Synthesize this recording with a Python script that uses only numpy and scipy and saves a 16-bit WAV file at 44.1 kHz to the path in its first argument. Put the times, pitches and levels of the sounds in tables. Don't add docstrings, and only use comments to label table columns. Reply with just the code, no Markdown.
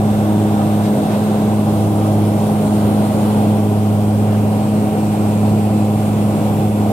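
import sys
import numpy as np
from scipy import signal
from scipy.fft import rfft, irfft
from scipy.io import wavfile
from scipy.ndimage import uniform_filter1d

SR = 44100
rng = np.random.default_rng(int(sys.argv[2]) if len(sys.argv) > 2 else 0)


def put_to_file(sound):
    columns = np.atleast_2d(sound).T
    safe = np.clip(columns, -1, 1)
    whole_steps = np.round(safe * 32767)
    wavfile.write(sys.argv[1], SR, whole_steps.astype(np.int16))


N = 305152
WINDOW, HOP = 2048, 512
TIME = np.arange(N) / SR
FRAME_TIME = np.arange(N // HOP + 5) * HOP / SR
BIN_HZ = np.fft.rfftfreq(WINDOW, 1 / SR)

# t/s, blade passes per second before jitter/Hz
BLADE_RATE = [(0.0, 104.86), (1.0, 104.61), (1.6, 105.12), (2.0, 104.83), (2.55, 104.67), (3.1, 105.04),
              (4.15, 104.67), (4.45, 105.17), (5.55, 104.96), (5.9, 105.06), (6.55, 104.61), (6.9, 104.8)]
# f/Hz, likeness/0-1, phase by which left leads/rad, left minus right level/dB
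PORTS = [(25, .45, 2.5, -6), (90, 0.96, 0.18, -1.5), (170, 0.89, 0.12, -1), (316, 0.96, 0.22, 1.8),
         (372, 0.71, 0.37, -3), (500, 0.94, 0.29, 0), (787, 0.98, 0.9, -2.5), (876, 0.8, 1.48, -0.5),
         (1020, 0.82, 0.54, -1.5), (1180, 0.44, 1.4, -1.5), (1450, 0, 2.1, -2.5), (1930, 0.66, 5.3, .5),
         (2980, 0.27, 6.1, 1.5), (4280, 0.15, 9.4, 0.8), (6500, 0, 11, 1.5), (10000, 0.3, 13.1, 1.4),
         (15000, 0.3, 13.2, 2.3)]


def gain_of(db):
    return 10 ** (np.asarray(db) / 20)


def evened(x):
    return x / np.sqrt(np.mean(abs(x) ** 2) + 1e-20)


def over_time(rows, t):
    s, *columns = np.transpose(rows)
    return [np.interp(t, s, c) for c in columns]


def over_pitch(rows, hz):
    f, *columns = np.transpose(rows)
    return [np.interp(np.log(hz + 1), np.log(f), c) for c in columns]


def wander(rate_hz):
    count, drift_sr = 4096, 400
    white = rfft(rng.standard_normal(count))
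    roll_off = np.exp(-.5 * (np.fft.rfftfreq(count, 1 / drift_sr) / rate_hz) ** 2)
    slow = irfft(white * roll_off)
    return np.interp(TIME, np.arange(count) / drift_sr, evened(slow))


def patches(frame_count, bin_count):
    field = rng.standard_normal((len(FRAME_TIME), len(BIN_HZ)))
    for _ in range(2):
        field = uniform_filter1d(field, frame_count, axis=0, mode="wrap")
        field = uniform_filter1d(field, bin_count, axis=1, mode="wrap")
    return evened(field)


def tone_at_ports(tone, hz):
    _, lead, balance_db = over_pitch(PORTS, hz)
    side = np.array([[.5], [-.5]])
    at_ports = tone * np.exp(1j * side * lead) * gain_of(side * balance_db)
    return np.sqrt(2) * at_ports.real


def noise_at_ports(size, scatter=0.78):
    a, b, c, d = rng.standard_normal((4, len(FRAME_TIME), len(BIN_HZ)))
    same, lead, balance_db = over_pitch(PORTS, BIN_HZ)
    same = np.clip(same, 0, 1)
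    treble = BIN_HZ ** 4 / (BIN_HZ ** 4 + 1800 ** 4)
    lead = lead + scatter * patches(frame_count=300, bin_count=10) * treble
    left, unlike = a + 1j * b, c + 1j * d
    right = (same * left + unlike * np.sqrt(1 - same ** 2)) * np.exp(-1j * lead)
    spectra = np.array([left * gain_of(balance_db / 2), right * gain_of(-balance_db / 2)]) * size
    noise = signal.istft(spectra.swapaxes(1, 2), nperseg=WINDOW, noverlap=WINDOW - HOP)[1][:, :N]
    return noise / np.sqrt(2 / 3)


def unit_in_band(shape, band):
    return shape / np.linalg.norm(shape[(BIN_HZ > band[0]) & (BIN_HZ < band[1])])


def band_power(hz, width):
    peak = 1 / (1 + ((BIN_HZ - hz) / width) ** 2) ** 4
    return peak / peak.sum()


def airflow_db():
    # t/s, level/dB
    air_rows = [(0.0, -0.5), (0.95, 0.5), (1.1, 1.0), (1.6, -0.1), (3.35, 1.6), (3.65, -1), (4.15, -1.4),
                (5.45, -0.2), (5.9, -2.1), (6.0, -0.5), (6.55, 0.6), (6.75, -1.7), (6.9, 0.9)]
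    return over_time(air_rows, FRAME_TIME)[0][:, None]


def blade_turns():
    rate, = over_time(BLADE_RATE, TIME)
    return np.cumsum(rate) / SR + 0.0024 * wander(7.3)


def machinery():
    # f/Hz, width/Hz, level/dB
    hums = [(78.7, 3.4, -43.5), (403, 12.4, -39.5), (513.4, 29, -39.5), (634, 51, -38.5), (775, 15.5, -38),
            (942, 9.1, -45), (976, 15, -48)]
    out = np.zeros((2, N))
    for hz, width, level_db in hums:
        blur = evened(wander(width / 2) + 1j * wander(width / 2))
        tone = blur * np.exp(2j * np.pi * hz * TIME)
        out += tone_at_ports(gain_of(level_db) * tone, hz)
    return out


def hiss_bands(fade_s=0.26):
    # from t/s, to t/s, f/Hz, width/Hz, level/dB
    bands = [(0, 1.45, 1520, 520, -44.5), (0, 1.4, 3700, 700, -50.5), (0, 3.1, 8280, 150, -54.5),
             (.7, 1.7, 8600, 200, -54), (1.7, 3.5, 9840, 380, -50), (2.4, 3.44, 1300, 500, -45),
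             (4.3, 6.92, 2500, 750, -47.5), (4.6, 5.8, 8220, 120, -53), (5.0, 6.92, 7500, 140, -55.5)]
    power = 0
    for start, end, hz, width, level_db in bands:
        inside_s = np.minimum(FRAME_TIME - start, end - FRAME_TIME)
        present = np.clip(inside_s / fade_s + .5, 0, 1)
        power = power + gain_of(level_db) ** 2 * present[:, None] * band_power(hz, width)
    return noise_at_ports(np.sqrt(power))


def hiss(rush_db=-42.0, top_db=-41.4, rush_follow=1.0, top_follow=0.72,
         eddy_db=0.67, shared_ripple_db=1.18, own_ripple_db=1.8):
    # f/Hz, relative level per Hz/dB
    hiss_curve = [(1000, 13.5), (1800, -0.5), (2700, 3), (3600, 1), (4700, -2.5), (6300, -4), (7400, -0.5),
                  (8600, 2), (9700, 1.5), (10500, -2.5), (12000, -0.5), (13700, -3.5), (15000, -7),
                  (15800, -9)]
    bass_cut = BIN_HZ ** 2 / (BIN_HZ ** 2 + 700 ** 2)
    shape = gain_of(over_pitch(hiss_curve, BIN_HZ)[0]) * bass_cut
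    rush = unit_in_band(shape, (2000, 5500)) * gain_of(rush_db + rush_follow * airflow_db())
    top = unit_in_band(shape, (7000, 15000)) * gain_of(top_db + top_follow * airflow_db())
    high = 1 / (1 + (5800 / (BIN_HZ + 1)) ** 6)
    air = (1 - high) * rush + high * top
    shared, *own = (patches(frame_count=70, bin_count=2) for _ in range(3))
    ripple_db = shared_ripple_db * shared + own_ripple_db * np.array(own)
    eddies_db = eddy_db * patches(frame_count=5, bin_count=60)
    flicker = gain_of(.35 * wander(14))
    return flicker * noise_at_ports(air * gain_of(ripple_db + eddies_db))


def rustles():
    # centre t/s, length/s, f/Hz, width/Hz, level/dB
    swells = [(0.592, .06, 1310, 100, -36), (0.86, 0.046, 3200, 4500, -38.5),
              (1.135, 0.065, 2500, 4500, -37.5), (2.048, .1, 1230, 110, -36), (4.322, .07, 1400, 700, -39)]
    power = 0
    for s, length, hz, width, level_db in swells:
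        swell = np.exp(-(2 * (FRAME_TIME - s) / length) ** 2)
        power = power + gain_of(level_db) ** 2 * swell[:, None] * band_power(hz, width)
    return noise_at_ports(np.sqrt(power))


def slipstream(roar_db=-25, follow=.9, gust_db=.5, buffet_db=0.38):
    # f/Hz, relative level per Hz/dB
    roar_curve = [(20, -24), (45, -24), (90, -11.5), (135, 0.5), (190, -3), (245, -5.5), (300, -3.5),
                  (375, -9), (520, -9), (700, -10), (810, -8), (880, -18), (1050, -20), (1750, -32.5)]
    treble_cut = 1 / np.sqrt(1 + (BIN_HZ / 2000) ** 8)
    wall = gain_of(over_pitch(roar_curve, BIN_HZ)[0]) * treble_cut
    wall = unit_in_band(wall, (450, 1500))
    modes_rise = BIN_HZ ** 2 / (BIN_HZ ** 2 + 700 ** 2)
    panel_modes_db = 1.4 * patches(frame_count=250, bin_count=1) * modes_rise
    gusts_db = gust_db * patches(frame_count=5, bin_count=20)
    buffet = gain_of(buffet_db * wander(5.3))
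    level_db = roar_db + follow * airflow_db() + gusts_db + panel_modes_db
    return buffet * noise_at_ports(wall * gain_of(level_db))


def propellers(turns, slip_hz=.45, slip_jitter=0.022, far_share=0.5, waver=0.31, flutter=0.017):
    # t/s, order 1 level/dB, order 2 level/dB
    drone = [(0.0, -20, -17), (0.85, -20.9, -17), (1.0, -32.9, -19), (1.5, -20.5, -16),
             (1.95, -18.3, -19.5), (2.25, -16.7, -18.5), (2.6, -26, -17.5), (2.85, -21, -16.5),
             (3.15, -22.4, -17.6), (3.45, -18.7, -15.3), (3.7, -17.8, -18.5), (4.35, -16.5, -17.6),
             (4.8, -24.5, -17.5), (5.2, -21, -18.0), (5.55, -18.1, -16), (5.85, -18.8, -18),
             (6.45, -21.5, -18.5), (6.9, -19.6, -17.5)]
    # t/s, level/dB
    throb = [(0.0, -41), (0.3, -21.5), (1.5, -35.5), (1.65, -27.6), (2.15, -23.5), (2.5, -35.8),
             (2.7, -29.1), (3.45, -33), (3.6, -25.7), (4.2, -32), (4.35, -40), (4.65, -32), (5.2, -27),
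             (5.45, -36.6), (5.75, -23.8), (6.2, -38), (6.5, -25.9), (6.9, -31)]
    # multiple of the blade rate, level/dB
    overtones = [(4, -35), (5, -42.5), (6, -41.5), (7, -56)]
    blade_hz = np.mean(np.array(BLADE_RATE)[:, 1])
    far_turns = turns + slip_hz * TIME + slip_jitter * wander(1.8)
    out = np.zeros((2, N))
    low_orders_db = over_time(drone, TIME) + over_time(throb, TIME)
    for k, level_db in enumerate(low_orders_db, 1):
        tone = np.exp(2j * np.pi * k * (turns + rng.random())) * (1 + flutter * wander(15))
        out += tone_at_ports(gain_of(level_db) * tone, k * blade_hz)
    for k, level_db in overtones:
        near, far = (np.exp(2j * np.pi * round(k) * (p + rng.random())) for p in (turns, far_turns))
        beating = evened((near + far_share * far) * (1 + waver * wander(5.6)))
        out += tone_at_ports(gain_of(level_db) * beating, k * blade_hz)
    return out


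def scene(chop=0.042):
    turns = blade_turns()
    air = (hiss() + hiss_bands()) * (1 + chop * np.cos(2 * np.pi * turns))
    return machinery() + air + rustles() + slipstream() + propellers(turns)


def record(dry):
    edge_hz = 15720
    low_pass = signal.firwin(1023, edge_hz, window=("kaiser", 9), fs=SR)
    return signal.oaconvolve(dry, low_pass[None], "same")


dry = scene()
out = record(dry)
put_to_file(out)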